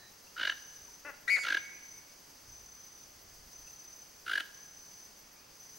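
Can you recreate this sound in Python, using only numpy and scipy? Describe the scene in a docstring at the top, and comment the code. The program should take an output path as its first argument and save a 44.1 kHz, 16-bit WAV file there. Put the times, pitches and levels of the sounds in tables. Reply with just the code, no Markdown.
"""A toucan gives three rattling croaks in a tropical garden: runs of syrinx pulses that slow and swell.
To the left a second bird grunts, then squawks, a fluttering membrane shaking its shrill tone.
A cricket trills in bouts of wing strokes over a steady insect chorus, faint whistles and a few ticks.
A wall and the trees echo. Underneath lie a thin electrical whine, a very high pulsing hiss,
the faint steady hiss of open air and a light breeze."""
import sys
import numpy as np
from scipy import signal
from scipy.fft import rfft, irfft, next_fast_len
from scipy.io import wavfile
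from scipy.ndimage import map_coordinates

SR = 44100
rng = np.random.default_rng(int(sys.argv[2]) if len(sys.argv) > 2 else 0)


def to_wav(sig):
    """Store sig (one row per channel, or 1-D mono) as 16-bit WAV at the path in sys.argv[1].

    Samples outside -1..1 are clipped; the rate is SR.
    """
    pcm = np.clip(np.atleast_2d(sig), -1, 1) * 32767
    pcm = np.round(pcm).astype(np.int16)
    wavfile.write(sys.argv[1], SR, pcm.T)  # frames by channels


N = 254898
T = np.arange(N) / SR


# croaks: start t/s, pulse count, first gap/s, tone level/dB, tone build-up/s, rasp level/dB,
# first rasp cut/dB, last tone cut/dB, last rasp cut/dB, bill ring f/Hz, ring/dB re rasp, fizz/dB re rasp
TOUCAN_CROAKS = [(.368, 9, .0141, -26.5, 0.051, -34.5, 23, 13, 11.5, 2960, 1, -31),
                 (1.4375, 8, .0148, -25, .031, -35.5, 8, 1, 1.5, 2880, -7, -23),
                 (4.267, 8, .0151, -24.5, 0.044, -37.5, 11, 11.5, -0.5, 2895, -2, -17.5)]

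def croak_pulses(slowing_s=.0015, soft_start_db=16, rasp_build_s=.024, slack_hz=1435, taut_hz=1630):
    """Pulses slow and swell, rising and clearing as the throat tightens; the last may fail."""
    for croak in TOUCAN_CROAKS:
        start, count, gap, tone_db, build_s, rasp_db, first_cut, tone_cut, rasp_cut, *bill = croak
        for k in range(count):
            age = k * gap + slowing_s * k * (k - 1) / 2
            last = k == count - 1
            taut = .5 + .5 * np.tanh((age - .049) / .014)
            tone = tone_db - soft_start_db * np.exp(-age / build_s) - last * tone_cut
            rasp = rasp_db - first_cut * np.exp(-age / rasp_build_s) - last * rasp_cut
            rough = blend(.65, .14, taut) + .05 * last * tone_cut
            hz = blend(slack_hz, taut_hz, taut) + rng.normal(0, 18)
            yield start + age, hz, tone, rasp, rough, *bill


# air through throat and bill: f/Hz, relative level/dB
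RASP_SPECTRUM = [(900, -42), (1170, -18), (1380, 9.5), (2000, 2), (2450, -2), (3400, 1.5), (4750, -5),
                 (5400, -11.5), (7000, -19), (9000, -35.5)]
# air at the bill's edge: f/Hz, relative level/dB
FIZZ_SPECTRUM = [(5000, -21), (6500, -2), (8000, -3), (10000, 4.5), (11500, -3), (12800, -2), (15000, -10)]
# low flutter as a pulse closes: f/Hz, relative level/dB
CHEST_SPECTRUM = [(150, -39), (300, 5.5), (450, -5), (620, 2.5), (850, -5.5), (1030, 3.5), (1200, -7),
                  (2000, -50)]

def toucan(rise_s=.0022, fall_s=.0035, sag_hz=60, glide_hz=40, throat_cutoff_hz=1230):
    """Each syrinx opening lets out a few cycles of tone and a puff of rasp, and rings the bill."""
    voice, ring, puffs, fizz, chest = np.zeros((5, N))
    shake, flicker, quiver = wobble(450), wobble(600), wobble(300)
    for at_s, hz, tone_db, rasp_db, rough, ring_hz, ring_db, fizz_db in croak_pulses():
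        near = np.abs(T - at_s) < .03
        t = T[near] - at_s
        pressure = hump(t, rise_s, fall_s)
        pitch_hz = hz - sag_hz * (.75 - pressure) + glide_hz * np.tanh(t / fall_s)
        tone = np.sin(cycle(pitch_hz) + 1.5 * rough * shake[near] + rng.uniform(0, 2 * np.pi))
        voice[near] += np.sqrt(2) * amp(tone_db) * pressure * tone * (1 + .5 * rough * flicker[near])
        leak = amp(-18) * hump(t, .015, .027)
        puff = amp(rasp_db) * (hump(t, .0032, .0039) + leak)
        puffs[near] += puff
        fizz[near] += amp(fizz_db) * puff
        bill = np.sin(2 * np.pi * ring_hz * t + .77 * quiver[near])
        ring[near] += np.sqrt(2) * amp(rasp_db + ring_db) * hump(t - .0012, rise_s, fall_s) * bill
        chest[near] += amp(rasp_db - 12) * hump(t - .0031, .0026, .0042)
    voice = filtered(voice, lambda hz: .5 + .5 * np.tanh((hz - throat_cutoff_hz) / 70))
    breath = puffs * noise(RASP_SPECTRUM) + fizz * noise(FIZZ_SPECTRUM)
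    return voice + ring + breath + chest * noise(CHEST_SPECTRUM)


# second bird's throat: f/Hz, gain/dB
THROAT_RESPONSE = [(200, -32), (290, -17.5), (570, -9), (860, -14), (1150, -12.5), (1450, -1.5),
                   (1750, -8.5), (2000, -7.5), (2300, -19.5), (2650, -10.5), (3100, -35.5), (6000, -48)]

def grunt(start_s=1.046, attack_s=.007, hold_s=.048, fade_s=.0093, top_hz=294, source_db=-42.5):
    """A short nasal note with an arched pitch: harmonics and breath through the throat."""
    t = T - start_s
    hz = top_hz / (1 + ((t - .026) / .11) ** 2)
    envelope = np.clip(t / attack_s, 0, 1) * np.exp(-np.maximum(t - attack_s - hold_s, 0) / fade_s)
    phase = cycle(hz * (1 + .011 * wobble(400)))
    harmonics = sum(amp(along(THROAT_RESPONSE, k * hz)) * np.sin(k * phase + rng.uniform(0, 2 * np.pi))
                    for k in range(1, 15))
    return amp(source_db) * envelope * (harmonics + amp(-9) * noise(THROAT_RESPONSE))


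# squawk contour: t/s, f/Hz, level/dB
SQUAWK_CONTOUR = [(1.276, 1950, -60), (1.280, 1958, -28), (1.294, 1930, -29.5), (1.304, 2217, -25.5),
                  (1.334, 2242, -25), (1.360, 2199, -25.5), (1.372, 1940, -35.5), (1.392, 1710, -48)]
# harmonics from the second up: relative level/dB
OVERTONES_DB = [-20, -30, -40, -39]
# hoarse air: f/Hz, relative level/dB
HOARSE_SPECTRUM = [(200, -27), (330, -4), (900, -14), (1700, -15), (2800, 16), (3500, -12), (4400, -3),
                   (5700, 3), (7000, 8.5), (8000, -4.5), (9400, 9), (10300, -13), (11800, 0), (15000, -26)]

def squawk(break_hz=2135, low_flutter_hz=354.6, shrill_flutter_hz=210.4, crack_s=1.362, under_hz=1390):
    """A membrane shakes a shrill tone over a weak lower note; pitch sets the register, the end cracks."""
    times, pitches, levels = np.transpose(SQUAWK_CONTOUR)
    hz, db = np.interp(T, times, pitches), np.interp(T, times, levels)
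    sounding = (T > times[0]) & (T < times[-1])
    shrill = .5 + .5 * np.tanh((hz - break_hz) / 50)
    crack = np.clip((T - crack_s) / .009, 0, 1)
    phase = cycle(hz * (1 + .0068 * wobble(500))) + .9 * crack * wobble(900)
    flutter = cycle(blend(low_flutter_hz, shrill_flutter_hz, shrill) * (1 + .039 * wobble(200)))
    swing_rad = 1.6 * shrill * np.sin(flutter)
    overtones = sum(amp(level) * np.sin((k + 1) * phase + k * swing_rad)
                    for k, level in enumerate(OVERTONES_DB, 1))
    tremolo = 1 + blend(.59, .5, shrill) * np.cos(flutter)
    upper = amp(db) * tremolo * (np.sin(phase) + tremolo * overtones + amp(-24) * noise(HOARSE_SPECTRUM))
    undertone = (1 - crack) * np.sin(cycle(under_hz + 69.6 * shrill))
    breath = (amp(-7) + crack * amp(-3)) * noise(THROAT_RESPONSE)
    lower = amp(-45.5 - 12 * shrill) * (undertone + breath)  # choked by the shrill register
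    return sounding * (upper + lower)


# trill bouts: start t/s, end t/s, level/dB
CRICKET_BOUTS = [(.44, .95, -53.5), (1.422, 1.99, -52.5), (2.482, 3.04, -54.5), (3.522, 4.048, -53),
                 (4.532, 5.088, -53), (5.596, 5.80, -54.5)]

def cricket(pitch_hz=6075, stroke_hz=35, droop_hz=45, scrape_rad=.42):
    """Each wing stroke sounds one scratchy syllable that droops in pitch."""
    level, stroke = np.zeros((2, N))
    clock = T + .0017 * wobble(12)
    for start, end, db in CRICKET_BOUTS:
        count = (clock - start) * stroke_hz
        bout = (count > 0) & (count < np.round((end - start) * stroke_hz))
        stroke[bout], level[bout] = count[bout] % 1, amp(db)
    phase = cycle(pitch_hz + droop_hz * (1 - 2 * stroke) + 20 * wobble(60)) + scrape_rad * wobble(450)
    return np.sqrt(2) * level * amp(1.4 * wobble(30)) * np.sin(np.pi * stroke) ** 2 * np.sin(phase)


# whistles (long rows), ticks (short rows): centre t/s, length/s, start f/Hz, end f/Hz, level/dB
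WHISTLES_AND_TICKS = [(0.038, 0.13, 1740, 1866, -59.5), (0.035, 0.21, 4100, 3910, -61),
                      (0.275, 0.015, 2550, 2800, -57), (0.889, 0.016, 930, 980, -55.5),
                      (3.679, 0.014, 2600, 2660, -54), (5.39, 0.2, 1900, 2850, -68.5)]

def whistles_and_ticks():
    """Faint far whistles and a few short ticks or drips, each a gliding tone."""
    glides = np.zeros(N)
    for centre, length, start_hz, end_hz, db in WHISTLES_AND_TICKS:
        progress = np.clip((T - centre) / length + .5, 0, 1)
        phase = cycle(blend(start_hz, end_hz, progress)) + .96 * wobble(300)
        glides += amp(db) * np.sin(np.pi * progress) * np.sin(phase)
    return glides


# runs of hiss pulses: start t/s, end t/s, rate/Hz, level/dB
HISS_PULSE_RUNS = [(.125, 2.9, 9.17, -69), (2.985, 4.58, 8.14, -65), (5.05, 5.4, 6.9, -65),
                   (5.61, 5.8, 6.3, -66)]

def pulsing_hiss(width_s=.011):
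    """A faint, very high hiss, several pulses a second."""
    pulses = sum(amp(db + rng.normal(0, 1.2)) * hump(T - start - k / rate, width_s, width_s)
                 for start, end, rate, db in HISS_PULSE_RUNS for k in range(int((end - start) * rate) + 1))
    return pulses * noise([(10500, -24), (12200, 1), (14300, -1), (15500, -25.5)])


# wall reflection: f/Hz, gain/dB
WALL_RESPONSE = [(500, -29), (2200, -14), (4700, -3.5), (7000, 1.5), (12000, -6.5)]

def wall_echo(x, delay_s=.081):
    """A nearby wall returns one bright echo."""
    return filtered(x, lambda hz: amp(along(WALL_RESPONSE, hz)) * np.exp(-2j * np.pi * hz * delay_s))


# reverberant tail: f/Hz, T60/s
GARDEN_T60 = [(200, 2.1), (1500, 1), (2200, 1.52), (3200, 1.1), (6000, 1.7), (12000, 0.19)]

def garden_echo(x, early_db, early_t60_s, onset_s=.0056):
    """Trunks and leaves scatter a quick echo, then a long faint tail."""
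    hz, t, spectra = signal.stft(rng.standard_normal((2, SR)), SR, nperseg=256)
    decay = amp(-60 * t / along(GARDEN_T60, hz)[:, None]) + amp(early_db - 60 * t / early_t60_s)
    tail = signal.istft(spectra * decay * (1 - np.exp(-t / onset_s)), SR, nperseg=256)[1]
    tail /= np.linalg.norm(tail[0])
    return spread(signal.fftconvolve(x[None], tail, axes=1)[:, :N])


# massed insects: f/Hz, relative level/dB
CHORUS_SPECTRUM = [(3800, -23), (4400, -11.5), (4800, -5), (5500, -9.5), (5850, -6.5), (6150, -1.5),
                   (6450, -6), (6800, -17), (7600, -18.5)]

def insect_chorus(level_db=-58):
    """Far insects merge into a slightly wavering band of noise."""
    gain = amp(level_db + .72 * wobble(2.78) + .82 * wobble(40))
    return gain * spread([noise(CHORUS_SPECTRUM), noise(CHORUS_SPECTRUM)])


def whine(pitch_hz=15734, throb_hz=13.7, level_db=-72):
    """A thin electrical tone that throbs."""
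    throb = 1 + .55 * np.sin(2 * np.pi * throb_hz * T)
    return np.sqrt(2) * amp(level_db) * throb * np.sin(2 * np.pi * pitch_hz * T)


# open air: f/Hz, relative level/dB
AIR_SPECTRUM = [(25, -4), (60, -8), (130, -1), (400, -1), (1000, -2), (2000, -5), (3500, -9), (8000, -18),
                (12000, -28), (15600, -48)]

def open_air(level_db=-61):
    """Faint, steady hiss from all round."""
    return amp(level_db) * spread([noise(AIR_SPECTRUM), noise(AIR_SPECTRUM)])


# gusts: centre t/s, half-width/s, level/dB
BREEZE_GUSTS = [(.83, .025, -71), (2.5, 0.02, -60.5), (2.65, .15, -73), (3.45, 0.23, -68)]

def breeze(calm_db=-75):
    """Light wind rumbles on the microphone, swelling in gusts."""
    wind = amp(calm_db) + sum(amp(db) * hump(T - s, width, width) for s, width, db in BREEZE_GUSTS)
    return wind * amp(1.5 * wobble(8)) * noise([(15, -3), (50, .5), (90, -2), (200, -24), (600, -74)])


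# diffuse field: f/Hz, left-right coherence
COHERENCE = [(60, 0.98), (130, 0.97), (290, 0.77), (640, 0.048), (1410, 0.18), (3100, 0.49), (4800, 0.75),
             (6200, 0.69), (8000, 1), (12000, 1)]

def spread(pair):
    """Mix two unrelated signals into a diffuse stereo field."""
    angle = lambda hz: np.arccos(np.clip(along(COHERENCE, hz), -1, 1)) / 2
    mid, side = filtered(pair, lambda hz: np.array([np.cos(angle(hz)), np.sin(angle(hz))]))
    return np.array([mid + side, mid - side])


# second bird's direction: f/Hz, left minus right level/dB
LEFT_BALANCE = [(300, -1), (700, 3), (1300, 3.5), (2300, 9), (4700, 11), (7000, 4.5)]

def pan_left(x):
    """Pan by a level difference at each frequency."""
    return filtered(x, lambda hz: amp(np.outer([.5, -.5], along(LEFT_BALANCE, hz))))


def amp(db):
    """Decibels to gain."""
    return 10 ** (np.asarray(db) / 20)


def blend(a, b, share):
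    """From a to b as share goes from 0 to 1."""
    return a + (b - a) * share


def hump(t, rise_s, fall_s):
    """A smooth swell peaking at t = 0."""
    return np.exp(-.5 * (t / np.where(t < 0, rise_s, fall_s)) ** 2)


def along(points, hz):
    """Read (f/Hz, value) points on a log axis."""
    freqs, values = np.transpose(points)
    return np.interp(np.log(hz + 1), np.log(freqs + 1), values)


def wobble(knots_hz):
    """A smooth random curve."""
    return map_coordinates(rng.standard_normal(int(N * knots_hz / SR) + 4), [T * knots_hz])


def cycle(hz):
    """Running phase of a changing frequency."""
    return 2 * np.pi * np.cumsum(hz) / SR


def filtered(x, response):
    """Apply a frequency response."""
    size = next_fast_len(N + SR // 4)
    return irfft(rfft(x, size) * response(np.fft.rfftfreq(size, 1 / SR)), size)[..., :N]


def noise(spectrum):
    """Coloured noise of rms 1."""
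    x = filtered(rng.standard_normal(N), lambda hz: amp(along(spectrum, hz)))
    return x / np.sqrt(np.mean(x ** 2) + 1e-20)


def scene():
    """Toucan ahead, second bird left, cricket and faint sounds, with echoes and a steady background."""
    croaks = toucan()
    neighbour = grunt() + squawk()
    small_sounds = cricket() + whistles_and_ticks()
    direct = croaks + pan_left(neighbour) + small_sounds
    wall = wall_echo(neighbour + amp(-13.5) * croaks)
    trees = amp(-12.5) * garden_echo(croaks, early_db=12.5, early_t60_s=.19)
    trees += garden_echo(amp(-8) * neighbour + amp(-7) * small_sounds, early_db=6, early_t60_s=.15)
    return direct + wall + trees + pulsing_hiss() + whine() + open_air() + insect_chorus() + breeze()


def record(dry, top_hz=15850):
    """Nothing is kept above the band limit."""
    return filtered(dry, lambda hz: hz < top_hz)


dry = scene()
out = record(dry)
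to_wav(out)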